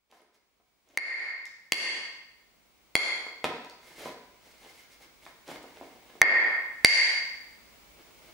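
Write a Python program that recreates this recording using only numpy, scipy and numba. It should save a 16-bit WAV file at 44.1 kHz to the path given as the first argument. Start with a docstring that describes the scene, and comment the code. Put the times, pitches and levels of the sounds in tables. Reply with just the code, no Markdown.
"""Faint room air, a soft rub and the click of a flake open a knapper's work in a hard, echoing room.
Five times a hammerstone cracks against the edge of a large stone, ringing it and crushing grit.
Between the blows the hammerstone knocks down on a mat, the stone is turned on the leg, and flakes fall.
Each crack overloads the recorder, whose limiter then holds the echo level; the whole scene fades in."""
import sys
import numpy as np
from scipy import signal
from scipy.fft import rfft, irfft
from scipy.io import wavfile
from scipy.ndimage import uniform_filter1d
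from numba import njit

SR = 44100
rng = np.random.default_rng(int(sys.argv[2]) if len(sys.argv) > 2 else 0)


def file_out(sig):
    """Save sig as 16-bit WAV at sys.argv[1]."""
    # one column per channel
    cols = np.atleast_2d(sig).T
    # limit, then scale
    lim = np.clip(cols, -1, 1)
    pcm = np.round(lim * 32767).astype(np.int16)
    wavfile.write(sys.argv[1], SR, pcm)


N = 367353


def amp(db):
    """Decibels to gain."""
    return 10 ** (np.asarray(db) / 20)


def unit(x):
    """Scales to rms 1."""
    return x / np.sqrt(np.mean(x ** 2) + 1e-20)


def read(points, hz):
    """A spectrum, joined by straight lines over log frequency."""
    f, value = np.transpose(points)
    return np.interp(np.log(hz + 1), np.log(f + 1), value)


def add(track, s, sound):
    """Lays a sound into a track at s seconds."""
    part = track[round(s * SR):][:len(sound)]
    part += sound[:len(part)]


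def colour(x, points):
    """Shapes a signal with an EQ curve of (Hz, dB) points."""
    n = x.shape[-1]
    return irfft(rfft(x) * amp(read(points, np.fft.rfftfreq(n, 1 / SR))), n)


def bins(size=8192):
    """Times and frequencies of one short sound."""
    return np.arange(size) / SR, np.maximum(np.fft.rfftfreq(size, 1 / SR), 1)


def resonances(modes, hz, skirt):
    """Gain of (Hz, width Hz, dB) modes; neighbours partly cancel, so skirts fall by the power skirt."""
    centre, width, db = np.transpose(modes)[:, :, None]
    detune = (hz ** 2 - centre ** 2) / (hz * width)
    return np.sqrt(np.sum(amp(db) ** 2 / (1 + detune ** 2) ** skirt, axis=0))


def struck(gain):
    """The ring of a body with this gain after one instant tap: sharp start, dying tail, peak 1."""
    log_gain = np.log(np.maximum(gain / gain.max(), amp(-100)))
    analytic = signal.hilbert(np.concatenate([log_gain, log_gain[-2:0:-1]]))
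    sound = irfft(np.exp(analytic.conj())[:len(gain)])  # minimum phase
    return sound / abs(sound).max()


def rough_contact(ring, decay_s):
    """A dying burst of noise excites a body that has this ring."""
    t = np.arange(len(ring)) / SR
    burst = rng.standard_normal(len(t)) * np.exp(-t / decay_s)
    return signal.fftconvolve(burst / np.linalg.norm(burst), ring)[:len(t)]


def diffuse(pair, likeness, spacing_m=0.063):
    """Sound from all sides at two microphones: alike in the bass, unrelated above."""
    n, (a, b) = pair.shape[1], rfft(pair)
    half_waves_per_m = np.fft.rfftfreq(n, 1 / SR) * 2 / 343
    coherence = np.clip(likeness * np.sinc(half_waves_per_m * spacing_m), -1, 1)
    mid, side = a * np.sqrt((1 + coherence) / 2), b * np.sqrt((1 - coherence) / 2)
    return irfft(np.array([mid + side, mid - side]), n)


# Room tone, heavy in the lows. Each row: frequency in Hz, level in dB.
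AIR_EQ = [(20, -10.5), (52, 9.5), (90, -3.5), (200, 1), (430, -0.5), (1000, -2.5), (1850, -7.5), (2230, 1),
          (2550, -5), (5000, -8.5), (10000, -14), (16000, -15)]
def room_tone(air_db=-56, whine_db=-65.5, whine_hz=15591):
    """A bed of quiet room air with a thin electronic whine on top."""
    air = unit(colour(diffuse(rng.standard_normal((2, N)), likeness=0.28), AIR_EQ))
    whine = unit(np.sin(2 * np.pi * whine_hz * np.arange(N) / SR))
    return amp(air_db) * air + amp(whine_db) * whine


def friction(gain, eq, catches_per_s, catch_db, flutter_db):
    """Rubbing: a fine hiss with small catches of random size, under an unsteady pressure."""
    catches = (rng.random(N) < catches_per_s / SR) * rng.laplace(size=N)
    wobble = uniform_filter1d(uniform_filter1d(rng.standard_normal(N), size=700), size=300)
    pressure = amp(flutter_db * unit(wobble))
    rub = colour(rng.standard_normal(N) + amp(catch_db) * unit(catches), eq)
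    return gain * unit(rub * pressure)


# The dull drag and the bright swish of cloth and skin. Each row: frequency in Hz, level in dB.
DRAG_EQ = [(60, -24), (180, -9.5), (350, 0.5), (750, -2.5), (1300, -11.5), (3000, -10.5), (7000, -29.5),
           (15000, -47.5)]
SWISH_EQ = [(200, -8.5), (800, -6), (2000, -1), (4000, -1), (7000, -5.5), (11000, -8.5), (16000, -12.5)]
# Strokes of stone and hands over mat and trouser leg.
# Each row: start in seconds, length in seconds, drag level in dB, swish level in dB.
STROKES = [(0.087, 0.14, -41, -48.5), (0.324, .06, -53.5, -54), (0.838, 0.18, -49, -60),
           (3.795, 0.2, -58, -52), (3.939, 0.21, -39, -44.5), (4.395, 0.2, -62.5, -58),
           (4.56, .23, -57, -55), (4.734, .14, -69, -57), (4.898, 0.066, -73, -55.5),
           (4.992, 0.08, -53.5, -55.5), (5.198, 0.132, -54, -57), (5.451, 0.13, -45.5, -49),
           (5.527, 0.51, -53, -62.5), (5.995, 0.25, -58.5, -65), (7.92, 0.22, -63, -79),
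           (8.134, 0.3, -65.5, -66)]
def strokes(speed_up_share=0.44, speed_power=1.1):
    """Each stroke speeds up and slows to rest; its speed swells both the drag and the swish."""
    drag_gain, swish_gain = np.zeros(N), np.zeros(N)
    for start, length, drag_db, swish_db in STROKES:
        elapsed = np.arange(0, length, 1 / SR) / length
        speed = np.sin(np.pi * np.interp(elapsed, [0, speed_up_share, 1], [0, .5, 1]))
        swell = speed ** speed_power
        add(drag_gain, start, amp(drag_db) * swell)
        add(swish_gain, start, amp(swish_db) * swell)
    drag = friction(drag_gain, DRAG_EQ, catches_per_s=370, catch_db=-7.0, flutter_db=4.5)
    swish = friction(swish_gain, SWISH_EQ, catches_per_s=460, catch_db=-9.5, flutter_db=1.5)
    return drag, swish


# The ring of the large stone, rubbed or struck. Each row: pitch in Hz, width in Hz, level in dB.
STONE_MODES = [(1848, 60, -3), (2135, 130, 0), (3290, 170, -14), (4335, 220, -12), (4655, 170, -5),
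               (5570, 260, -26), (6980, 280, -19), (8300, 320, -27), (9450, 340, -17), (11100, 400, -30)]
def rubbed_stone(rub, ring_db=-12):
    """Skin and cloth sliding over the stone keep its main mode faintly ringing."""
    _, hz = bins()
    ring = struck(resonances([STONE_MODES[1]], hz, skirt=1.4))
    return amp(ring_db) * signal.fftconvolve(rub, ring / np.linalg.norm(ring))[:N]


# Clicks of falling flakes and crumbs. Each row: start in seconds, level in dB, pitch in Hz.
FLAKE_CLICKS = [(0.114, -20.5, 2780), (.218, -33, 9100), (.345, -37, 5200), (0.889, -34, 6150),
                (1.4555, -18, 4700), (3.266, -30, 4640), (3.6472, -32, 4600), (3.6981, -26.5, 4120),
                (4.944, -38, 2800), (5.2536, -33, 3800), (5.479, -35, 5200), (5.63, -39, 7900)]
def flakes(width_hz=900, snap_db=-4, snap_s=0.0016):
    """A chip lands with a snap and rings very briefly around its pitch."""
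    track, (_, hz) = np.zeros(N), bins()
    for start, db, pitch_hz in FLAKE_CLICKS:
        modes = [(pitch_hz, width_hz, 0), (pitch_hz * 1.15, 3 * width_hz, -5)]
        chip = struck(resonances(modes, hz, skirt=1))
        snap = rough_contact(chip, snap_s)
        add(track, start, amp(db) * (chip + amp(snap_db) * snap))
    return track


# The ring of the floor and its gritty mat. Each row: pitch in Hz, width in Hz, level in dB.
FLOOR_MODES = [(61.3, 30, -5.5), (190.7, 220, -1), (410, 120, -0.5), (570, 130, -6), (728, 83, 2),
               (984, 68, 1.5), (1240, 210, -6), (2300, 1300, -6.5), (3280, 980, -13), (11090, 6500, -14)]
# Dull knocks of stone on the mat.
# Each row: start in seconds, level in dB, low cut in Hz, high cut in Hz, crunch decay in seconds.
MAT_KNOCKS = [(.125, -22.5, 453, 1420, 0.045), (0.22, -30, 396, 1000, 0.0071), (.6, -42.5, 400, 910, 0.013),
              (3.266, -26.5, 440, 850, 0.0016), (3.443, -1, 55, 4400, 0.015),
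              (3.492, -16.5, 150, 1500, .01), (4.058, -20, 392, 750, 0.023), (5.01, -47, 443, 880, 0.0088),
              (5.265, -31, 695, 1480, 0.0075), (5.487, -32, 250, 700, .008),
              (5.516, -28.5, 252, 816, 0.014), (5.642, -34.5, 401.5, 875, 0.01),
              (5.812, -29, 378, 560, 0.016), (6.154, -40.5, 246, 750, 0.013)]
def knocks():
    """Stone lands on the gritty mat: a first touch and a short crunch shake the floor."""
    track, (_, hz) = np.zeros(N), bins()
    for start, db, low_hz, high_hz, crunch_s in MAT_KNOCKS:
        band = 1 / np.sqrt((1 + (low_hz / hz) ** 4) * (1 + (hz / high_hz) ** 4))
        touch = struck(resonances(FLOOR_MODES, hz, skirt=1.2) * band)
        crunch = rough_contact(touch, crunch_s)
        add(track, start, amp(db) * (touch + crunch))
    return track


# The bite of crushed grit. Each row: frequency in Hz, level in dB.
GRIT_EQ = [(200, -2.5), (500, -17.5), (1500, -4), (2500, 10.5), (5000, -5.5), (8000, -4.5), (11000, -17.5),
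           (16000, -12)]
# Hammerstone blows. Each row: start in seconds, force in dB, brightness in dB per octave, grit in dB,
# shove in dB, then a trim in dB for each of the five lowest modes, set by where the edge is struck.
HAMMER_BLOWS = [(0.9742, 26, -3, -43, -18.5, 6, 6.5, -18.5, 1, -4.5),
                (1.7213, 26.5, -0.5, -8, -16, -1, 1, 4.5, 2, 0),
                (2.9537, 18.8, 0.5, -22, -17, -22, 1.5, 7.5, 3.5, -7),
                (6.2166, 20.2, -10, -27.5, -11.5, 12.5, 6, 2.5, -2, 1),
                (6.8472, 22, -1, -10, -23, -3, 1.5, -4.5, -10.5, 3.5)]
def blows(shove_hz=700, shove_width_hz=1100, low_cut_hz=210,
          grit_s=0.00099, crumble_db=-25, crumble_s=0.02):
    """Each blow shoves the stone, sets it ringing, and crushes grit under the hammerstone."""
    track, (t, hz) = np.zeros(N), bins()
    # a softer contact dulls everything above the main mode
    octaves = np.log2(np.maximum(hz / STONE_MODES[1][0], 1))
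    for start, force_db, tilt_db, grit_db, shove_db, *trims_db in HAMMER_BLOWS:
        modes = np.array(STONE_MODES + [(shove_hz, shove_width_hz, shove_db)], float)
        modes[:len(trims_db), 2] += trims_db
        body = struck(resonances(modes, hz, skirt=1.33) * amp(tilt_db * octaves))
        crush = np.exp(-t / grit_s) + amp(crumble_db) * np.exp(-t / crumble_s)
        grit = unit(colour(rng.standard_normal(len(t)), GRIT_EQ)) * crush
        add(track, start, amp(force_db) * (body + amp(grit_db) * grit))
    # a hand-sized body radiates little bass
    return signal.lfilter(*signal.butter(2, low_cut_hz, "high", fs=SR), track)


# Reverb length. Each row: frequency in Hz, seconds to fall by 60 dB.
TAIL_T60 = [(100, 1), (300, 0.58), (1000, 0.86), (2100, 0.8), (4600, 0.75), (9000, 0.63), (15000, 0.12)]
# Reverb tone. Each row: frequency in Hz, level in dB.
TAIL_EQ = [(50, -14.5), (140, -7), (300, 4), (850, -3), (1000, 0.5), (1150, -3), (1650, 4), (2100, 0),
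           (3000, -3), (4600, 2), (9000, -5), (15000, 5)]
# Early reflections off nearby surfaces. Each row: delay in seconds, level in dB.
REFLECTIONS = [(.0062, -17), (.0115, -7.5), (.0128, -15.5), (.0215, -12)]
def room(x, wet_db, predelay_s=0.00075, build_s=0.004, ear_lag_s=.00018):
    """The direct sound, a few early echoes, and a long tail whose top end dies first."""
    noise = diffuse(rng.standard_normal((2, int(1.3 * SR))), likeness=0.97)
    hz, t, bands = signal.stft(noise, SR, nperseg=256)
    decay = np.exp(-np.log(1000) * t / read(TAIL_T60, hz)[:, None])
    tail = signal.istft(bands * decay * amp(read(TAIL_EQ, hz))[:, None], SR, nperseg=256)[1]
    tail_age = np.maximum(np.arange(tail.shape[1]) / SR - predelay_s, 0)
    response = amp(wet_db) * tail * (1 - np.exp(-tail_age / build_s)) / np.sqrt(SR / 20)
    response[:, 0] += 1  # direct sound
    for k, (delay, db) in enumerate(REFLECTIONS):
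        for ear in range(2):  # echoes come from left and right in turn
            response[ear, round((delay + ear_lag_s * ((k + ear) % 2)) * SR)] += amp(db)
    return signal.fftconvolve(x[None], response, axes=1)[:, :N]


def scene():
    """Handling and cracks sit dead centre in the same room, over the room tone."""
    drag, swish = strokes()
    cracks = room(blows(), wet_db=-3.5)
    floor = room(knocks() + drag, wet_db=-0.5)
    cloth = room(swish + rubbed_stone(swish), wet_db=0)
    chips = room(flakes(), wet_db=3)
    return room_tone() + cloth + chips + floor + cracks


@njit
def gain_reduction(over_db, attack_s, release_s):
    """The limiter's cut in dB: it climbs quickly to the excess level and sinks back slowly."""
    attack, release = 1 / (attack_s * SR), 1 / (release_s * SR)
    out, held = np.zeros(len(over_db)), 0.
    for i in range(len(over_db)):
        held += (over_db[i] - held) * (attack if over_db[i] > held else release)
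        out[i] = held
    return out


# One long fade-in across the scene. Each row: time in seconds, linear gain.
FADE_IN = [(0, .055), (8.33, .95)]
def record(dry, threshold_db=-12, attack_s=0.0015, release_s=0.058, knee=6, high_cut_hz=16300):
    """The cracks outrun the limiter and soft-clip; then come a treble dip, the fade-in and a high cut."""
    over_db = np.maximum(20 * np.log10(abs(dry).max(0) + 1e-9) - threshold_db, 0)
    limited = dry / amp(gain_reduction(over_db, attack_s, release_s))
    clipped = limited / (1 + abs(limited) ** knee) ** (1 / knee)
    softened = colour(clipped, [(0, 0.0004), (9000, 0.031), (14000, -2)])
    fade = np.interp(np.arange(N) / SR, *np.transpose(FADE_IN))
    low_pass = signal.firwin(255, high_cut_hz, window=("kaiser", 8), fs=SR)
    return signal.oaconvolve(softened * fade, low_pass[None], "same")


dry = scene()
out = record(dry)
file_out(out)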